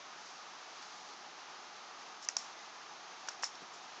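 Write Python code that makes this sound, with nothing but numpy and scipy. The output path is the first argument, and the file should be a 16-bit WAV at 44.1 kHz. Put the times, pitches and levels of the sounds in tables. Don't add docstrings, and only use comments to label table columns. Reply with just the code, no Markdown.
import sys
import numpy as np
from scipy import signal
from scipy.fft import rfft, irfft
from scipy.io import wavfile

SR = 44100
rng = np.random.default_rng(int(sys.argv[2]) if len(sys.argv) > 2 else 0)


def digitize_waveform(pressure):
    field = np.atleast_2d(pressure).T
    bounded = np.clip(field, -1, 1)
    quanta = np.round(bounded * 32767).astype(np.int16)
    wavfile.write(sys.argv[1], SR, quanta)


N = 176400
TIME = np.arange(N) / SR

# start in seconds, tick level in dB, tick pitch in Hz,
# tick t60 (time to fall 60 dB) in seconds, level of the tearing fibres in dB.
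STRAND_SNAPS = [(2.2873, -6.5, 5880, 0.0031, -26), (2.3669, -16, 5360, 0.0063, -28),
                (2.3680, -7.5, 6040, 0.0027, -31.5), (2.3692, -21, 5420, 0.0095, -36),
                (3.2868, -23, 6000, .007, -27), (3.2906, -31, 5400, .008, -39),
                (3.4335, -29, 5350, .008, -43), (3.4408, -22, 5470, 0.016, -35)]
# start in seconds, level in dB, pitch in Hz, t60 in seconds,
# level of the puff of air in dB.
CLOTH_POPS = [(2.2876, -25, 1780, 0.0079, -37), (2.2881, -31, 820, .006, -42),
              (2.3672, -19.5, 1040, .0065, -40), (3.2849, -24.5, 1240, 0.0052, -31),
              (3.4339, -14, 1150, 0.0043, -28)]
# frequency in Hz, relative level in dB.
PUFF_SPECTRUM = [(250, -25), (600, -1.5), (1500, -0.5), (2800, -1), (4500, -13), (8000, -22)]
# peak time in seconds, level in dB, rise and t60 in seconds.
THREAD_DRAGS = [(2.235, -48, .025, 0.11), (2.2475, -43, .002, 0.033), (2.298, -47, .012, .13),
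                (2.385, -45.5, 0.023, 0.36), (3.275, -50, 0.0044, 0.046), (3.315, -52.5, .03, 0.12),
                (3.425, -47, .003, .06), (3.443, -36.5, 0.024, 0.16), (3.553, -51, .002, 0.061),
                (3.738, -53, .008, .2)]
# frequency in Hz, relative level in dB.
BLADE_SPECTRUM = [(150, -51), (500, -23.5), (1500, -12), (3000, -16.5), (4600, -9.5), (5150, -3), (5480, 2),
                  (5900, -4.5), (7000, -4.5), (8000, -15.5), (9000, -15.5)]
# peak time in seconds, level in dB, rise and t60 in seconds.
FINGER_RUBS = [(.3, -57, .25, 0.72), (.825, -55, 0.009, 0.078), (.98, -58, .6, 1.1), (1.1, -63, .06, 0.13),
               (1.135, -54, .002, .025), (1.765, -54, .002, .025), (2.0, -59, .02, .15),
               (3.21, -59, .05, .2), (3.84, -59, .03, .2)]
# frequency in Hz, relative level in dB.
RUB_SPECTRUM = [(1000, -18.5), (3000, -10.5), (4300, -0.5), (5600, 0.5), (7000, -5), (8000, -14),
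                (9000, -19)]
# peak time in seconds, level in dB, rise and t60 in seconds.
TABLE_NUDGES = [(3.622, -54.5, 0.014, 0.097)]
# frequency in Hz, relative level in dB.
TABLE_SPECTRUM = [(50, -32), (120, -12), (330, 1), (500, -11), (1200, -24)]
# frequency in Hz, relative spectral density in dB.
AIR_SPECTRUM = [(30, -48), (58, -30), (115, -23), (155, -15.3), (260, -10), (400, -8.3), (530, -8.8),
                (700, -1.5), (950, -.4), (1250, .2), (1480, -3.7), (2100, -7.5), (3200, -8.9), (5500, -9.3),
                (6400, -11.6), (7100, -16.3), (7900, -28.5), (8800, -26)]
# frequency in Hz, half-width in Hz, level in dB.
FAN_TONES = [(359, 11, -78), (455, 10, -78), (757, 8, -68.5), (841.8, 10, -67.5), (1225, 33, -67)]
# time in seconds, level in dB.
WHINE_LEVELS = [(0, -73), (1.9, -74), (2.3, -68.5), (4, -71.5)]

TICK_ATTACK_S, TEAR_T60_S = 0.00034, 0.014
POP_ATTACK_S, PUFF_T60_S = 0.00057, 0.014
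FIBRES_PER_S, FIBRE_SPREAD_DB = 5000, 2
CLOTH_LOW_HZ = 430
AIR_DB, AIR_WAVER_DB = -51.5, 0.44
WHINE_HZ, WHINE_WANDER_HZ = 6318, 3
MIC_TOP_HZ, CUTOFF_HZ = 7346, 8900


def strand_snaps():
    ticks = sum(from_db(db) * ring(s, hz, TICK_ATTACK_S, t60) for s, db, hz, t60, _ in STRAND_SNAPS)
    tearing = sum(from_db(db) * struck(s, TICK_ATTACK_S, TEAR_T60_S) for s, *_, db in STRAND_SNAPS)
    return ticks + tearing * coloured(rng.standard_normal(N), BLADE_SPECTRUM)


def cloth_pops():
    swings = sum(from_db(db) * ring(s, hz, POP_ATTACK_S, t60) for s, db, hz, t60, _ in CLOTH_POPS)
    puffs = sum(from_db(db) * struck(s, POP_ATTACK_S, PUFF_T60_S) for s, *_, db in CLOTH_POPS)
    return swings + puffs * coloured(rng.standard_normal(N), PUFF_SPECTRUM)


def thread_rasps():
    return strokes(THREAD_DRAGS) * coloured(fibre_slips(), BLADE_SPECTRUM)


def fibre_slips():
    sizes = from_db(FIBRE_SPREAD_DB * np.minimum(rng.exponential(1, N), 4))
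    signs = rng.choice([-1, 1], N)
    slipping = rng.random(N) < FIBRES_PER_S / SR
    return sizes * signs * slipping


def seam_radiation(vibration):
    highpass = signal.butter(3, CLOTH_LOW_HZ, "high", fs=SR, output="sos")
    return signal.sosfilt(highpass, vibration + 1e-18)


def finger_rubs():
    return strokes(FINGER_RUBS) * coloured(fibre_slips(), RUB_SPECTRUM)


def table_nudge():
    return strokes(TABLE_NUDGES) * coloured(rng.standard_normal(N), TABLE_SPECTRUM)


def fan_and_air():
    air_gain = from_db(AIR_DB + AIR_WAVER_DB * narrow_noise(0, half_width_hz=6))
    hiss = air_gain * coloured(rng.standard_normal(N), AIR_SPECTRUM)
    tones = sum(from_db(db) * narrow_noise(hz, half_width) for hz, half_width, db in FAN_TONES)
    return hiss + tones


def electrical_whine():
    hz = WHINE_HZ + WHINE_WANDER_HZ * narrow_noise(0, half_width_hz=15)
    phase = 2 * np.pi * np.cumsum(hz) / SR
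    level_db = np.interp(TIME, *np.transpose(WHINE_LEVELS))
    return from_db(level_db) * np.sqrt(2) * np.sin(phase)


def from_db(db):
    return 10 ** (np.asarray(db) / 20)


def unit_rms(x):
    return x / np.sqrt(np.mean(x ** 2) + 1e-20)


def coloured(excitation, spectrum):
    hz, db = np.transpose(spectrum)
    bin_hz = np.maximum(np.fft.rfftfreq(N, 1 / SR), 1)
    gain = from_db(np.interp(np.log(bin_hz), np.log(hz), db))
    return unit_rms(irfft(rfft(excitation) * gain, N))


def narrow_noise(hz, half_width_hz):
    detune = (np.fft.rfftfreq(N, 1 / SR) - hz) / half_width_hz
    return unit_rms(irfft(rfft(rng.standard_normal(N)) / (1 + detune ** 2), N))


def decay(start, t60):
    age = np.maximum(TIME - start, 0)
    return np.exp(-np.minimum(np.log(1000) * age / t60, 60))


def struck(start, attack, t60):
    age = np.maximum(TIME - start, 0)
    return (1 - np.exp(-age / attack)) * decay(start, t60)


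def ring(start, hz, attack, t60):
    return struck(start, attack, t60) * np.sin(2 * np.pi * hz * (TIME - start))


def strokes(rows):
    envelope = np.zeros(N)
    for peak_time, db, rise, t60 in rows:
        growth = np.clip(1 + (TIME - peak_time) / rise, 0, 1)
        envelope += from_db(db) * growth * decay(peak_time, t60)
    return envelope


def scene():
    seam = seam_radiation(strand_snaps() + cloth_pops() + thread_rasps())
    pressure = seam + finger_rubs() + table_nudge() + fan_and_air() + electrical_whine()
    return np.tile(pressure, (2, 1))


def record(dry):
    roll_off = signal.butter(10, MIC_TOP_HZ, fs=SR, output="sos")
    steep_cut = signal.ellip(10, .1, 80, CUTOFF_HZ, fs=SR, output="sos")
    return signal.sosfilt(steep_cut, signal.sosfilt(roll_off, dry))


dry = scene()
out = record(dry)
digitize_waveform(out)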